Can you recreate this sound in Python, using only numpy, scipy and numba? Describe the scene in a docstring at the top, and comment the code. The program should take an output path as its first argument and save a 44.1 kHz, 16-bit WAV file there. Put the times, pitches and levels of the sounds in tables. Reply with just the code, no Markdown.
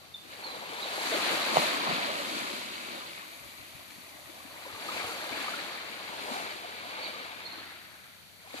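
"""Small waves on a pebble beach

A stereo pair at the water's edge. Waves run up from the left or the right as swarms of ringing bubbles
and ticking grit; trapped air gulps or bursts with a click. Stones rustle, rattle and knock, the ebb
gurgles and a runnel trickles. A small bird chirps over a few dull thuds, the hush of the sea farther
along and a faint low drone."""
import sys
import numpy as np
from scipy import signal
from scipy.fft import rfft, irfft, next_fast_len
from scipy.io import wavfile
from scipy.ndimage import map_coordinates
from numba import njit

SR = 44100
rng = np.random.default_rng(int(sys.argv[2]) if len(sys.argv) > 2 else 0)


def transcribe(signal):
    """Save signal, clipped to [-1, 1], as a 16-bit WAV file at the path in sys.argv[1]."""
    frames = np.atleast_2d(signal).T
    limited = np.clip(frames, -1, 1)
    pcm = np.round(limited * 32767).astype(np.int16)
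    wavfile.write(sys.argv[1], SR, pcm)


N = 379260
TIME = np.arange(N) / SR
CLOCK = np.arange(0, N / SR + .002, .002)   # coarse time for the envelopes, s

# Each rush of water up the stones: crest_s, foam_db, rise_db_per_s, fall_db_per_s,
# extra_churn_db, extra_splash_db, extra_grit_db, left_lead_ms, front_width_ms
RUSHES = [(.04, -57.5, 100, 50, 1.5, 6.5, 2, 0.25, 0.045), (.33, -48.5, 95, 50, 2, -3, 3.5, 0.36, .05),
          (.47, -45, 90, 7.5, 2.5, 5, -4, 0.27, .04), (.8, -48, 40, 25, -3, 8, -2, .27, .04),
          (1.02, -35.5, 32, 17, -3, 0, 2, 0.27, 0.039), (1.14, -34, 60, 12.5, -1, 0.8, 1, .23, .16),
          (1.32, -31, 47, 16.5, 0, 0.5, 0, .05, 0.29), (1.58, -27.8, 110, 36, 1, 2.5, 0, -0.35, .07),
          (1.89, -32.5, 99, 22.5, 3, 3, -5, -0.33, 0.05),
          (2.37, -36.5, 17.5, 15, 3.5, -1.2, 3.5, -0.35, 0.058),
          (2.96, -43, 19.5, 28, 1.5, 0.2, -3.5, -0.34, 0.073),
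          (4.4, -51.3, 2.5, 13, -1, -7, 3.5, -0.25, 0.14),
          (5.0, -36, 32.5, 21.5, -0.5, 1.1, 0.5, 0.2, 0.055),
          (5.41, -36.5, 35, 11.5, -.5, 0.4, -2, .19, 0.15), (6.34, -37, 34, 30, -0.3, 2.3, 0.5, 0.34, 0.03),
          (7.06, -40, 17, 18, -3, 1.2, -4, 0.3, 0.025), (7.58, -46.5, 22, 25, 1, -3, -8.5, 0.1, 0.06),
          (8.58, -42, 108, 20, -4, -3, 2, .26, 0.056)]


def surf():
    """Big bubbles churn, smaller ones splash and plink, foam fizzes and grit ticks as it is rolled."""
    # Spectra of the four layers: frequency_hz, level_db
    churn_colour = [(65, -28), (115, -18), (168, -6), (250, 0.5), (340, 3.5), (420, -3), (520, -54),
                    (800, -24)]
    splash_colour = [(250, -32), (380, -1.5), (480, -2), (620, -2), (900, 0.5), (1220, -0.5), (1500, -12.5),
                     (2100, -22)]
    foam_colour = [(900, -13), (1400, -1), (1650, -1), (1950, -0.5), (2320, 1), (2850, -3.5), (3400, -4),
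                   (4000, -2), (4680, -5), (4900, -16.5), (6000, -19), (9000, -27)]
    grit_colour = [(3000, -22), (4800, 4.5), (5600, -5), (6800, 4.5), (8200, 2.5), (10700, 4), (12300, 0.5),
                   (14200, -3)]
    churn = swarm(churn_colour, 94.5, 515, per_s=850, cycles=8, rise=.061,
                  spread_db=2.5, blur=.035, surge_db=.7, scatter_ms=.07)
    splash = swarm(splash_colour, 378, 1682, per_s=1800, cycles=16.5, rise=.066,
                   spread_db=2, blur=.16, surge_db=.5, scatter_ms=.03, clump_db=2.2)
    plinks = swarm(splash_colour, 500, 2100, per_s=100, cycles=70, rise=.05,
                   spread_db=3.5, blur=0, surge_db=1, scatter_ms=.1)
    foam = swarm(foam_colour, 1302, 4920, per_s=3500, cycles=21, rise=.046,
                 spread_db=1.5, blur=.36, surge_db=.6, scatter_ms=.029, clump_db=1.8)
    grit = swarm(grit_colour, 4700, 14500, per_s=6000, cycles=8, rise=0,
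                 spread_db=4, blur=.55, surge_db=.8, scatter_ms=.05)
    bubbling = splash + from_db(-11) * plinks
    *_, churn_db, splash_db, grit_db, _, _ = np.transpose(RUSHES)[:, :, None]
    return (churn * envelope(swells(RUSHES, churn_db - 8.5, fall_factor=1.32))
            + bubbling * envelope(swells(RUSHES, splash_db - 4, fall_factor=1.26))
            + foam * envelope(swells(RUSHES))   # the foam lingers longest
            + grit * envelope(swells(RUSHES, grit_db - 10.5, fall_factor=1.1)))


def gulps():
    """Large air pockets gulp where the loudest rush is; bigger, lower ones swell more slowly."""
    # Trapped air: start_s, pitch_hz, level_db
    pockets = [(1.115, 420, -28), (1.122, 620, -27), (1.138, 295, -26), (1.146, 560, -28),
               (1.162, 363, -27), (1.552, 290, -32), (1.571, 155, -28.5), (1.885, 160, -32.5),
               (1.909, 270, -34), (1.924, 167, -32), (2.399, 1280, -33), (2.944, 315, -39),
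               (3.223, 1060, -41), (3.975, 185, -47), (4.29, 315, -43), (4.40, 1080, -45),
               (4.446, 265, -41), (4.555, 900, -45), (4.652, 930, -41), (4.661, 510, -40),
               (4.885, 1180, -29), (4.902, 900, -37), (4.92, 1120, -36), (5.003, 1220, -36),
               (5.04, 690, -35), (5.085, 430, -36), (5.114, 1260, -37), (5.327, 2240, -34),
               (5.371, 1610, -36), (5.466, 1110, -35), (5.479, 1170, -28.3), (5.536, 1330, -30),
               (5.588, 2050, -36), (6.28, 950, -38), (6.311, 240, -32), (6.356, 725, -35),
               (6.642, 665, -36), (6.853, 670, -39), (6.982, 835, -37), (8.443, 620, -53),
               (8.458, 940, -50), (8.469, 740, -49), (8.496, 960, -47), (8.541, 276, -37)]
    loudest_rush = rush_shares().argmax(axis=0)
    *_, leads_ms, _ = np.array(RUSHES)[loudest_rush].T
    return sum(blip(s, hz, db, swell_s=.0078 * (300 / hz) ** .29, lead_ms=np.interp(s, CLOCK, leads_ms))
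               for s, hz, db in pockets)


def bursts():
    """Air pockets burst with a click, and the torn surface adds a short crack."""
    # Bursting pockets: start_s, pitch_hz, level_db, left_lead_ms
    pockets = [(1.5555, 930, -22, -.3), (1.5595, 548, -16, -0.42), (1.5645, 950, -21, -.35),
               (1.5693, 710, -4.5, -0.32), (1.5735, 590, -19, -0.47), (1.5803, 800, -19.5, -.19),
               (1.604, 870, -23, -.35), (8.5415, 500, -28, 0.49)]
    # Ring of the torn surface: pitch_hz, relative_db
    crack_modes = [(1450, -14), (1900, -13), (2500, -19)]
    pops = sum(blip(s, hz, db, swell_s=.0012, lead_ms=lead) for s, hz, db, lead in pockets)
    cracks = sum(blip(s, hz, db + crack_db, swell_s=.0008, lead_ms=lead)
                 for s, _, db, lead in pockets for hz, crack_db in crack_modes)
    low_cut = signal.butter(2, 170, "high", fs=SR, output="sos")   # the clicks carry no deep thump
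    return signal.sosfilt(low_cut, pops + cracks)


def across_the_shore(water):
    """The left side hears the water with peaks and dips that shift as it passes from side to side; the right
    side colours water on its own side."""
    # Colour on the left, by where the water is: frequency_hz, from_right_db, from_ahead_db, from_left_db
    left_colours = [(300, 0, 0, 0), (430, -2.5, -.5, 0), (520, -6, -5, 2.3), (620, -7, -3, .5),
                    (750, -5, -2, 1), (1000, 0, .5, 0), (1240, 2, 2, -1), (1420, -1, 2, -.5),
                    (1650, -3.5, 1.5, .5), (1900, -1.5, 1, -3.5), (2120, 0, .5, 1), (2300, .5, 1, 3),
                    (2600, 0, -.5, 0), (4500, 0, 0, 0), (5700, -1.5, -1.5, -2), (6700, 0, .5, .5),
                    (12000, -.5, .5, .5)]
    # Colour on the right for water on that side: frequency_hz, gain_db
    right_colour = [(270, 1.5), (370, -3), (460, 0), (550, 4), (680, .5), (830, -1.5), (1100, .5),
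                    (1550, -1), (2300, .5), (4500, .5), (7000, -.5), (9500, 0), (13000, 4.5)]
    shares = side_shares()
    hz, *sides_db = np.transpose(left_colours)
    left = sum(share * coloured(water[0], np.transpose([hz, db])) for share, db in zip(shares, sides_db))
    right = (1 - shares[0]) * water[1] + shares[0] * coloured(water[1], right_colour)
    return np.array([left, right])


def backwash(seep_per_s=3000, seep_blur=.23):
    """Small stones rustle as the water leaves, and tiny bubbles prickle in the wet grit underfoot."""
    # Draining between the waves: crest_s, level_db, rise_db_per_s, fall_db_per_s
    drains = [(.4, -57.5, 25, 1), (3.3, -55, 9, 1.5), (5.1, -55, 10, 15), (7.7, -61, 17, 8)]
    # Spectra of the stones and the bubbles: frequency_hz, level_db
    rustle_colour = [(1500, -35), (1900, -1), (2200, -2), (2400, 1), (2700, -10), (3200, -23)]
    seep_colour = [(6000, -12), (8500, -9.5), (9700, -3), (10800, -3), (12300, -3), (14200, -8.5)]
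    rustle = swarm(rustle_colour, 1830, 2950, per_s=960, cycles=28, rise=0,
                   spread_db=5.5, blur=.12, surge_db=1.5, scatter_ms=.12)
    sizes = from_db(np.minimum(rng.exponential(1, N), 4)) * rng.choice([-1, 1], N)
    pops = rms_one(sizes * (rng.random(N) < seep_per_s / SR))   # straight below: both sides at once
    hiss = rng.standard_normal((2, N))
    seep = in_band(np.sqrt(1 - seep_blur) * pops + np.sqrt(seep_blur) * hiss, seep_colour)
    return envelope(swells(drains)) * (from_db(-4) * rustle + seep)


def rattle():
    """Rolling stones of one size clink together with a hollow ring, mostly to the left."""
    # Patches rolling in the wash: crest_s, level_db, rise_db_per_s, fall_db_per_s
    patches = [(2.7, -52, 20, 14), (3.45, -56, 25, 35), (5.05, -46, 60, 45), (5.42, -47, 70, 16),
               (6.44, -48, 60, 45), (6.92, -49, 35, 18), (7.34, -50, 45, 70)]
    # Spectrum of the clinks: frequency_hz, level_db
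    colour = [(1950, -20), (2200, -2), (2330, 0), (2480, -3), (2750, -20)]
    clinks = swarm(colour, 2100, 2600, per_s=500, cycles=45, rise=0,
                   spread_db=3, blur=.1, surge_db=1.5, scatter_ms=.1)
    return clinks * envelope(swells(patches)) * from_db([[0], [-4]])


def pebbles():
    """The backwash tips a few larger stones against their neighbours."""
    # Single knocks: start_s, level_db
    knocks = [(3.522, -40), (3.904, -39), (3.908, -38), (4.389, -43), (4.461, -46), (4.515, -46)]
    # Ring of a knocked pebble: pitch_hz, level_db, t60_s
    modes = [(1770, -8, .012), (2370, -3, 0.017), (4130, -3, 0.0089)]
    touches, age = np.zeros(N), TIME[:SR // 20]
    for s, db in knocks:
        touches[int(s * SR)] = from_db(db)
    ring = sum(from_db(db - 60 * age / t60) * np.sin(2 * np.pi * hz * age) for hz, db, t60 in modes)
    return signal.fftconvolve(touches, ring)[:N]


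def ebb():
    """Bubbles ring in the gaps between the stones as a thin sheet of water sinks away."""
    # Spells of gurgling: crest_s, level_db, rise_db_per_s, fall_db_per_s
    gurgles = [(3.45, -57, 12, 4), (4.35, -56, 8, 12)]
    # Hollow spectrum of the gaps: frequency_hz, level_db
    colour = [(220, -5), (300, 3), (450, -16), (560, -2), (670, 1), (800, -4), (1000, -1), (1200, -1),
              (1450, -16)]
    bubbles = swarm(colour, 220, 1350, per_s=900, cycles=18, rise=.05,
                    spread_db=2, blur=.12, surge_db=.7, scatter_ms=.12, clump_db=2.5)
    return bubbles * envelope(swells(gurgles))


def trickle():
    """A thin runnel tinkles with small, sparse bubbles."""
    # The last water running off the stones: crest_s, level_db, rise_db_per_s, fall_db_per_s
    runs = [(7.56, -54, 60, 45), (7.71, -53.5, 110, 70), (7.97, -57.5, 30, 40)]
    # Spectrum of the runnel: frequency_hz, level_db
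    colour = [(1000, -14), (1300, -1), (1650, 0), (2050, -1), (2400, -16)]
    bubbles = swarm(colour, 1150, 2300, per_s=420, cycles=34, rise=.06,
                    spread_db=3, blur=.08, surge_db=1, scatter_ms=.1)
    return bubbles * envelope(swells(runs))


def bird(echo_db=-2, shore_t60_s=.38):
    """Short gliding whistles off to the right, some raspy, scattered back by the rocky shore."""
    # Chirps, the one at 0.483 s a faint echo of the one before: start_s, length_s, first_hz, last_hz, level_db,
    # flutter_hz, left_minus_right_db
    chirps = [(.139, 0.018, 3640, 3540, -35.5, 10, -4), (.155, .012, 3570, 3500, -41, 15, 0),
              (0.434, 0.022, 4400, 4330, -38, 70, -5), (.462, 0.024, 4290, 3980, -37, 70, -2),
              (.483, 0.05, 4010, 4060, -43.5, 29, -9), (0.812, .05, 4060, 3800, -38.5, 200, -9),
              (7.009, 0.055, 4330, 4520, -42, 90, -12), (7.048, 0.025, 3890, 3910, -41, 50, -8),
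              (7.448, 0.03, 4350, 4170, -39, 110, -4), (7.474, .1, 4190, 4200, -46.5, 115, -4),
              (7.582, .03, 4270, 4150, -46.5, 130, -2)]
    song, flutter = np.zeros((2, N)), drift(per_s=250)
    for s, length, first_hz, last_hz, db, flutter_hz, pan_db in chirps:
        on = np.flatnonzero((TIME > s) & (TIME < s + length))
        along = (TIME[on] - s) / length
        hz = first_hz + (last_hz - first_hz) * along + flutter_hz * flutter[on]
        gains = from_db(db + pan_db / 2 * np.array([[1], [-1]]))
        song[:, on] += gains * np.sin(np.pi * along) * np.sin(2 * np.pi * np.cumsum(hz) / SR)
    age = TIME[:SR // 2]
    echoes = rng.standard_normal((2, len(age))) * from_db(-60 * age / shore_t60_s)
    echoes /= np.sqrt(np.sum(echoes ** 2, axis=1, keepdims=True))
    return song + from_db(echo_db) * signal.fftconvolve(song, echoes, axes=1)[:, :N]


def thuds(rumble_db=-14, rumble_swell_s=.018):
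    """Soft low buffets, each a bump in a longer puff of rumble, mostly on the left."""
    # Buffets: start_s, pitch_hz, level_db
    buffets = [(3.404, 130, -49), (3.455, 92, -52), (3.595, 90, -49), (3.747, 118, -41), (4.73, 100, -46),
               (4.945, 90, -49), (5.041, 92, -45), (5.31, 100, -45.5)]
    # Spectrum of the rumble: frequency_hz, level_db
    colour = [(38, -20), (58, -4), (80, 0), (120, -2), (180, -16)]
    start_s, _, level_db = np.transpose(buffets)[:, :, None]
    stage = np.maximum(CLOCK - start_s, 0) / rumble_swell_s
    puffs = envelope((from_db(level_db + rumble_db) * stage * np.exp(1 - stage)) ** 2)
    rumble = puffs * in_band(rng.standard_normal(N), colour)
    bumps = sum(blip(s, hz, db, swell_s=.007, lead_ms=0) for s, hz, db in buffets)
    return (rumble + bumps) * from_db([[0], [-6]])


def background():
    """The hush of the sea farther along, and a low wavering drone like a distant engine."""
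    # Spectrum of the far surf: frequency_hz, level_db
    colour = [(25, -21), (55, -6.5), (80, 1.5), (125, 5), (200, 6.5), (320, -2), (450, -4.5), (700, -3.5),
              (1100, -4.5), (1600, -5.2), (2350, -7), (4600, -1), (5000, -15), (14200, -9.5)]
    hush = from_db(-55) * in_band(rng.standard_normal((2, N)), colour)
    drone_hz = 89.5 + 4.5 * drift(per_s=5)
    return hush + from_db(-64.2) * np.sin(2 * np.pi * np.cumsum(drone_hz) / SR)


def swarm(colour, low_hz, high_hz, per_s, cycles, rise, spread_db, blur, surge_db, scatter_ms,
          clump_db=0):
    """Bubbles or stones ring at random; `blur` is the share of power from countless farther ones."""
    born = np.flatnonzero(rng.random(N) < per_s / SR)
    pitch, size, place = rng.random((N, 3))[born].T
    hz = low_hz + (high_hz - low_hz) * pitch
    # Grains close in pitch and time grow loud together.
    pitch_zones, clumps_per_s = 9, 22
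    clump_grid = rng.standard_normal((pitch_zones + 1, int(N / SR * clumps_per_s) + 2))
    clumps = map_coordinates(clump_grid, [pitch * pitch_zones, born / SR * clumps_per_s], order=1)
    size_db = spread_db * np.minimum(-np.log(1 - size), 4) + clump_db * np.minimum(clumps, 1)
    sizes = np.sqrt(hz) * from_db(size_db) * rng.choice([-1, 1], N)[born]
    # Each grain takes its direction from a rush; louder rushes own more grains.
    borders = np.cumsum(rush_shares(), axis=0)[:-1, np.searchsorted(CLOCK, born / SR)]
    rush = (place > borders).sum(axis=0)
    *_, lead_ms, width_ms = np.array(RUSHES)[rush].T
    lead = (lead_ms + np.hypot(width_ms, scatter_ms) * rng.standard_normal(N)[born]) * SR / 1000
    steps = 2 * np.pi * hz / SR
    grains = np.array([ring_all(born + side * lead / 2, steps, sizes, float(cycles), float(rise), N)
                       for side in (-1, 1)])
    near = np.sqrt(1 - blur) * in_band(grains, colour)
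    far = np.sqrt(blur) * in_band(rng.standard_normal((2, N)), colour)
    spurts = from_db(surge_db * drift(per_s=11.8))   # the water arrives unevenly
    return rms_one((near + far) * spurts)


@njit
def ring_all(starts, steps, sizes, cycles, rise, length):
    """Sum of sines that die in about `cycles` turns; `rise` bends their pitch upward."""
    out = np.zeros(length)
    for k in range(len(starts)):
        life = cycles * 2 * np.pi / steps[k]
        for i in range(max(int(starts[k]) + 1, 0), min(int(starts[k] + life), length)):
            age = i - starts[k]
            phase = steps[k] * age * (1 + rise * age / life)
            out[i] += sizes[k] * np.exp(-5 * age / life) * np.sin(phase)
    return out


def blip(start_s, hz, db, swell_s, lead_ms, rise=.042):
    """A tone that swells and dies while its pitch rises, reaching the left `lead_ms` earlier."""
    out, span = np.zeros((2, N)), slice(int(start_s * SR), int((start_s + .2) * SR))
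    age = np.maximum(TIME[span] - start_s + np.array([[1], [-1]]) * lead_ms / 2000, 0)
    stage = age / swell_s
    phase = 2 * np.pi * hz * age * (1 + rise * stage / 2)
    out[:, span] = from_db(db) * (stage * np.exp(1 - stage)) ** 2 * np.sin(phase)
    return out


def swells(rows, extra_db=0, fall_factor=1):
    """Power of each swell along CLOCK: it climbs to its crest and dies away at steady rates in dB."""
    crest_s, db, rise, fall = np.transpose(rows)[:4, :, None]
    age = CLOCK - crest_s
    return from_db(db + extra_db + np.minimum(rise * age, -fall_factor * fall * age)) ** 2 + 1e-20


def envelope(powers):
    """Gain of all the swells together, at every sample."""
    return np.interp(TIME, CLOCK, np.sqrt(powers.sum(axis=0)))


def rush_shares():
    """The share of each rush in the sound of the water, along CLOCK."""
    powers = swells(RUSHES)
    return powers / powers.sum(axis=0)


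def side_shares(blend_ms=.08):
    """How much of the water is on the right, ahead and on the left, at every sample."""
    side_leads_ms = np.array([[-.33], [.1], [.29]])
    *_, lead_ms, width_ms = np.transpose(RUSHES)
    nearness = np.exp(-((lead_ms - side_leads_ms) / np.hypot(width_ms, blend_ms)) ** 2 / 2) + 1e-12
    shares = nearness / nearness.sum(axis=0) @ rush_shares()
    return [np.interp(TIME, CLOCK, share) for share in shares]


def drift(per_s):
    """Smooth random wander that changes about `per_s` times a second; spread 1."""
    hop, settle = 40, 2000
    pole = np.exp(-2 * np.pi * per_s * hop / SR)
    noise = rng.standard_normal(N // hop + settle + 2)
    slow = signal.lfilter([1], [1, -2 * pole, pole * pole], noise)[settle:]
    return np.interp(np.arange(N) / hop, np.arange(len(slow)), rms_one(slow))


def coloured(x, points):
    """Give x a (frequency_hz, gain_db) response."""
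    size = next_fast_len(N + 8192)
    hz, db = np.transpose(points)
    bins_hz = np.maximum(np.arange(size // 2 + 1) * SR / size, 1)
    gain = from_db(np.interp(np.log(bins_hz), np.log(hz), db))
    return irfft(rfft(x, size) * gain, size)[..., :N]


def in_band(x, points):
    """Colour x and close the band an octave beyond its ends; rms 1."""
    return rms_one(coloured(x, [(points[0][0] / 2, -90), *points, (points[-1][0] * 2, -90)]))


def from_db(db):
    """Decibels to gain."""
    return 10 ** (np.asarray(db) / 20)


def rms_one(x):
    """Scale to unit power."""
    return x / np.sqrt(np.mean(x ** 2) + 1e-20)


def scene():
    """Everything heard at the water's edge."""
    water = across_the_shore(surf() + gulps() + bursts()) + backwash() + ebb() + trickle()
    return water + thuds() + pebbles() + bird() + background() + rattle()


def record(dry, cutoff_hz=14400):
    """The right microphone lacks bass and top; both lose the deepest bass and highest treble."""
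    # Right microphone against the left: frequency_hz, gain_db
    right_mic = [(60, -12.5), (380, -17), (460, -2.5), (620, 2.5), (950, -3.5), (1250, -2), (1750, -1.5),
                 (2350, -5.5), (2950, -0.5), (4400, 0), (5600, 7), (6500, 2), (7600, -2), (9500, -15.5),
                 (14000, -15)]
    pair = np.array([dry[0], coloured(dry[1], right_mic)])
    pair = coloured(pair, [(20, -12), (45, 3.5), (70, -1), (100, 0)])
    return signal.sosfilt(signal.ellip(12, .2, 70, cutoff_hz, fs=SR, output="sos"), pair)


dry = scene()
out = record(dry)
transcribe(out)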